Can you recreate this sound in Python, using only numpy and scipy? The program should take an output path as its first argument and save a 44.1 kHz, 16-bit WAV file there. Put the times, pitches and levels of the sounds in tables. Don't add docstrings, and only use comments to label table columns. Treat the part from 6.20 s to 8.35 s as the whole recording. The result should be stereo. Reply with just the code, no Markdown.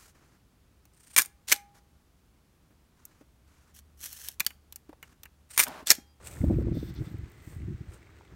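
import sys
import numpy as np
from scipy import signal
from scipy.fft import rfft, irfft, next_fast_len
from scipy.io import wavfile
from scipy.ndimage import uniform_filter1d, map_coordinates

SR = 44100
rng = np.random.default_rng(int(sys.argv[2]) if len(sys.argv) > 2 else 0)


def persist_wave(psi):
    counts = np.round(np.clip(psi, -1, 1) * 32767).astype(np.int16)
    wavfile.write(sys.argv[1], SR, np.atleast_2d(counts).T)


N = 94815

# frequency in Hz, level in dB.
AIR_SPECTRUM = [(25, -5), (68, 15), (140, 1), (220, -0.5), (350, 7), (520, -4), (1000, -3), (1400, -1),
                (2050, -4), (2800, -8), (5000, -14), (8500, -16.5), (9800, -27.5), (15500, -21.5)]
FAR_HISS_SPECTRUM = [(1200, -39), (1750, -12.5), (2000, 5.5), (2200, -10), (2600, -31), (5000, -70)]
BLADE_SPECTRUM = [(1000, -9), (2100, 10), (3800, -8), (6000, -19), (8500, -4.5), (10000, -18),
                  (15500, -23)]
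CASE_SPECTRUM = [(2000, -28), (6500, -10.5), (8400, 2), (9800, -19), (11500, -6), (13500, 2), (15500, -3.5)]
CLOTH_SPECTRUM = [(1000, -12), (2400, -10.5), (2900, -6), (3200, -5.5), (3550, 8.5), (3850, -2.5),
                  (4200, 1), (5000, 0), (6200, -5), (7200, -33), (10000, -22), (15500, -18)]
GRASS_SPECTRUM = [(200, -10), (500, -16), (1500, -12.5), (2400, -5), (4300, -10.5), (5500, -10),
                  (7000, -4.5), (8500, 0.5), (9800, -9.5), (15500, -14.5)]
SOIL_SPECTRUM = [(150, -52), (400, -1.5), (900, -7.5), (1400, -6.5), (2100, -14.5), (3000, -20),
                 (6000, -26), (15000, -56)]
RUMBLE_SPECTRUM = [(20, -36), (40, -9), (62, 3.5), (110, -0.5), (170, -8), (250, -19.5), (350, -16.5),
                   (500, -47.5), (900, -78), (2000, -120)]
FLUTTER_SPECTRUM = [(60, -45), (150, -13), (240, 1), (335, 7), (400, -13), (490, -23.5), (650, -47),
                    (1000, -67), (2500, -110)]
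RASP_SPECTRUM = [(220, -5.5), (400, 1), (540, -1.5), (680, -10), (820, -18.5), (1150, -36.5), (2500, -84)]
MIC_HISS_SPECTRUM = [(1000, -2), (6000, -23), (10000, -20), (14000, -17.5)]
# frequency in Hz, gain in dB.
LEFT_MUFFLE = [(100, 1.5), (450, -1.5), (900, -0.5), (1400, -6.5), (2000, -11.5), (3500, -14),
               (5000, -22.5), (7000, -29), (8500, -58), (11000, -33), (15500, -19)]
LEFT_CLOTH_RESPONSE = [(1000, 3), (2200, 8.5), (3000, -5.5), (3600, -7), (4400, -24), (5200, -29),
                       (7000, -35), (15000, -30)]
# time in seconds, relative level in dB.
AIR_LEVELS = [(0, -61), (.7, -52.5), (1.2, -54.5), (1.7, -55), (2.15, -55.5)]
FAR_HISS_LEVELS = [(0, -83), (.55, -68), (1.0, -71), (1.25, -61.5), (1.5, -73.5), (2.15, -76)]
LEFT_WIND_LEVELS = [(0, -69.5), (0.08, -59), (0.18, -39.5), (0.24, -41), (0.275, -18.5), (0.32, -42.5),
                    (0.55, -39.5), (0.67, -51), (0.79, -51.5), (0.87, -41.5), (1.0, -54.5), (1.13, -62.5),
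                    (1.46, -42), (1.56, -59), (1.82, -63), (2.09, -64), (2.14, -50.5)]
RIGHT_WIND_LEVELS = [(0, -49), (.13, -41.5), (.19, -38), (.23, -27), (.33, -19), (.44, -23), (.57, -27.5),
                     (.66, -33.5), (.76, -37), (.81, -24.5), (.86, -44), (1.04, -37), (1.1, -50),
                     (1.25, -50.5), (1.28, -48), (1.34, -39.5), (1.5, -29), (1.55, -31), (1.58, -45),
                     (1.66, -45), (1.7, -41), (1.79, -52), (2.09, -57.5), (2.14, -43.5)]
# start in seconds, length in seconds, level in dB.
HAND_SLIDES = [(.11, 0.15, -57), (.28, 0.14, -63.5), (.55, 0.15, -57.5), (.8, 0.13, -63.5),
               (1.14, 0.055, -70), (1.23, .14, -62)]
CLOTH_SWISHES = [(.545, 0.16, -55.5), (.762, 0.026, -53.5), (.85, .04, -58.5)]
# start in seconds, peak in dB.
GRIP_TICKS = [(0.113, -44), (.142, -49), (0.144, -56), (.337, -55), (0.421, -57), (.552, -52), (0.74, -47),
              (0.75, -49), (0.984, -52.5), (1.099, -53), (1.118, -48), (1.221, -57)]
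# peak time in seconds, peak in dB, rise and fall in seconds per 20 dB.
GRASS_STEPS = [(.05, -47, 0.032, 0.11), (.072, -34.5, 0.014, 0.025), (.125, -47, 0.14, 0.24),
               (.86, -60.5, 0.14, 0.086), (1.315, -56.5, 0.25, 0.13), (1.741, -53.5, 0.067, 0.052)]
SOIL_TREADS = [(.19, -48.5, 0.75, 0.82), (.87, -54, 0.18, .12), (1.33, -56, 0.083, 0.046),
               (1.745, -53, 0.11, 0.064), (2.125, -55.5, 0.045, 0.088)]
# start in seconds, level in dB, pitch in Hz.
STALK_SNAPS = [(0.0716, -25, 7970), (.169, -32.5, 1800), (0.215, -34, 2050), (0.346, -44, 2440),
               (.892, -47, 4050), (1.845, -48, 2240), (1.87, -43.5, 2240), (1.892, -44.5, 1190),
               (2.01, -37.5, 940), (2.032, -49, 1510), (2.077, -47.5, 3400), (2.123, -43.5, 1810)]
# centre in seconds, thump in dB, thump pitch in Hz, flutter in dB.
PORT_EDDIES = [(0.212, -12.5, 91.5, -26), (0.234, -24, 150, -26.5), (0.242, -9.5, 176, -17.5),
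               (.281, -10.5, 91, -30.5), (.301, -46, 200, -19.5), (0.31, -9.5, 198.8, -19),
               (0.325, -26.5, 162, -21.5), (0.34, -10.5, 105, -25), (.372, -8.5, 111.5, -31),
               (.387, -13, 294, -21), (0.417, -19.5, 295, -22), (.446, -22, 146, -29),
               (0.47, -19, 123.7, -24), (0.484, -40, 201, -21), (0.5, -29, 149, -33),
               (0.517, -15.5, 157, -28.5), (0.522, -48, 162, -25), (0.554, -19.5, 158, -26),
               (.572, -13.5, 218, -23.5), (.631, -21, 292, -27.5), (.69, -29.5, 149, -36),
               (.708, -25.5, 140, -35.5), (0.788, -31, 130, -34), (0.811, -13.5, 104, -30.5),
               (0.82, -40, 184, -29), (.876, -25.5, 151, -34.5), (0.916, -28, 151, -39),
               (0.945, -25, 135, -32.5), (0.955, -25, 100, -53), (0.995, -25, 97, -44),
               (1.037, -25, 90, -42.5), (1.276, -28, 108, -40.5), (1.368, -25, 105, -47),
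               (1.406, -28, 125, -39), (1.433, -22, 100, -43), (1.484, -18, 120, -34),
               (1.51, -19.5, 142, -37.5), (1.546, -26, 92.5, -46), (1.613, -23, 124, -38),
               (1.694, -29, 74.5, -60), (2.125, -36, 109, -49.5)]

TIME_S = np.arange(N) / SR


def amp(db):
    return 10 ** (np.asarray(db) / 20)


def unit(x):
    return x / np.sqrt(np.mean(x ** 2) + 1e-20)


def curve(rows):
    return np.interp(TIME_S, *np.transpose(rows))


def wobble(rate_hz):
    return map_coordinates(rng.standard_normal(4000), [TIME_S * rate_hz + 2], mode="wrap")


def filtered(x, response):
    size = next_fast_len(N + SR // 2)
    return irfft(rfft(x, size) * response(np.fft.rfftfreq(size, 1 / SR)), size)[..., :N]


def colour(x, spectrum):
    knots_hz, db = np.transpose(spectrum)
    return filtered(x, lambda hz: amp(np.interp(np.log(hz + 1), np.log(knots_hz + 1), db)))


def noise(spectrum):
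    return unit(colour(rng.standard_normal(N), spectrum))


def crackle(spectrum, rate_hz, share):
    grains = rng.standard_normal(N) * (rng.random(N) < rate_hz / SR)
    return np.sqrt(share) * unit(colour(grains, spectrum)) + np.sqrt(1 - share) * noise(spectrum)


def swells(rows):
    return np.sqrt(sum(amp(db - 20 * np.maximum((at_s - TIME_S) / rise_s, (TIME_S - at_s) / fall_s)) ** 2
                       for at_s, db, rise_s, fall_s in rows))


def strokes(rows, edge_s):
    envelope = np.zeros(N)
    for start_s, length_s, db in rows:
        outside_s = np.maximum(start_s - TIME_S, TIME_S - start_s - length_s)
        envelope += amp(db - 20 * np.maximum(0, outside_s) / edge_s)
    return envelope


def open_air():
    rush = amp(curve(AIR_LEVELS) + 0.6 * wobble(7.75)) * crackle(AIR_SPECTRUM, rate_hz=190, share=0.14)
    blades = unit(amp(25 * np.tanh(wobble(200) - 1)) * noise(BLADE_SPECTRUM))
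    far_hiss = amp(curve(FAR_HISS_LEVELS)) * noise(FAR_HISS_SPECTRUM)
    return rush + far_hiss + amp(-70) * blades


def handling(tick_t60_s=0.014):
    ticks = sum((TIME_S >= start_s) * amp(db - 60 * np.abs(TIME_S - start_s) / tick_t60_s)
                for start_s, db in GRIP_TICKS)
    slides = strokes(HAND_SLIDES, edge_s=0.02) * crackle(CASE_SPECTRUM, rate_hz=1200, share=0.65)
    return slides + ticks * noise(CASE_SPECTRUM)


def clothing():
    envelope = strokes(CLOTH_SWISHES, edge_s=0.025) * amp(1.5 * wobble(44.2))
    return envelope * crackle(CLOTH_SPECTRUM, rate_hz=2000, share=0.23)


def steps(snap_t60_s=0.011, snap_rise_s=0.00054):
    grass = swells(GRASS_STEPS) * crackle(GRASS_SPECTRUM, rate_hz=1600, share=0.67)
    soil = swells(SOIL_TREADS) * crackle(SOIL_SPECTRUM, rate_hz=350, share=0.58)
    snaps = np.zeros(N)
    for start_s, db, hz in STALK_SNAPS:
        age_s = np.maximum(TIME_S - start_s, 0)
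        envelope = amp(db - 60 * age_s / snap_t60_s) * (1 - np.exp(-age_s / snap_rise_s))
        snaps += envelope * np.sin(2 * np.pi * hz * age_s) * (1 + 0.3 * wobble(900))
    return grass + soil + snaps


def turbulence(spectrum):
    raw = noise(spectrum)
    power = uniform_filter1d(np.abs(signal.hilbert(raw)) ** 2, size=700) + 0.05
    return unit(raw / uniform_filter1d(power, size=400) ** 0.45)


def wind(levels, flutter_db, strong_db=-22.5, flutter_growth=1.37):
    level_db = curve(levels)
    rumble = amp(level_db) * turbulence(RUMBLE_SPECTRUM)
    flutter = unit(amp(9 * np.tanh(wobble(71.2))) * turbulence(FLUTTER_SPECTRUM))
    return rumble + amp(strong_db + flutter_db + flutter_growth * (level_db - strong_db)) * flutter


def eddies(half_width_cycles=0.59, rise_s=0.0049, fall_s=0.018, strong_db=-22.5, rasp_db=-6.5):
    thumps = np.zeros(N)
    for at_s, db, hz, _ in PORT_EDDIES:
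        cycles = hz * (TIME_S - at_s)
        thumps += amp(db) * np.sin(2 * np.pi * cycles) * np.exp(-(cycles / half_width_cycles) ** 2)
    bursts = swells([(at_s, db, rise_s, fall_s) for at_s, _, _, db in PORT_EDDIES])
    bursts = np.abs(uniform_filter1d(bursts, size=90))
    rasp = amp(strong_db + rasp_db) * (bursts / amp(strong_db)) ** 2.08
    return thumps + bursts * turbulence(FLUTTER_SPECTRUM) + rasp * turbulence(RASP_SPECTRUM)


def scene(common_share=0.22, left_delay_s=0.00048):
    field, diffuse = [steps() + handling() + open_air() for _ in range(2)]
    delayed = filtered(field, lambda hz: np.exp(-2j * np.pi * hz * left_delay_s))
    left = colour(np.sqrt(common_share) * delayed + np.sqrt(1 - common_share) * diffuse, LEFT_MUFFLE)
    left += colour(clothing(), LEFT_CLOTH_RESPONSE)
    left += amp(0.5) * wind(LEFT_WIND_LEVELS, flutter_db=-22)
    right = field + clothing() + amp(-1) * wind(RIGHT_WIND_LEVELS, flutter_db=-13) + eddies()
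    mic_hiss = amp(-77) * np.array([noise(MIC_HISS_SPECTRUM) for _ in range(2)])
    return np.array([left, right]) + mic_hiss


def record(dry, cutoff_hz=15850):
    return filtered(dry, lambda hz: hz < cutoff_hz)


dry = scene()
out = record(dry)
persist_wave(out)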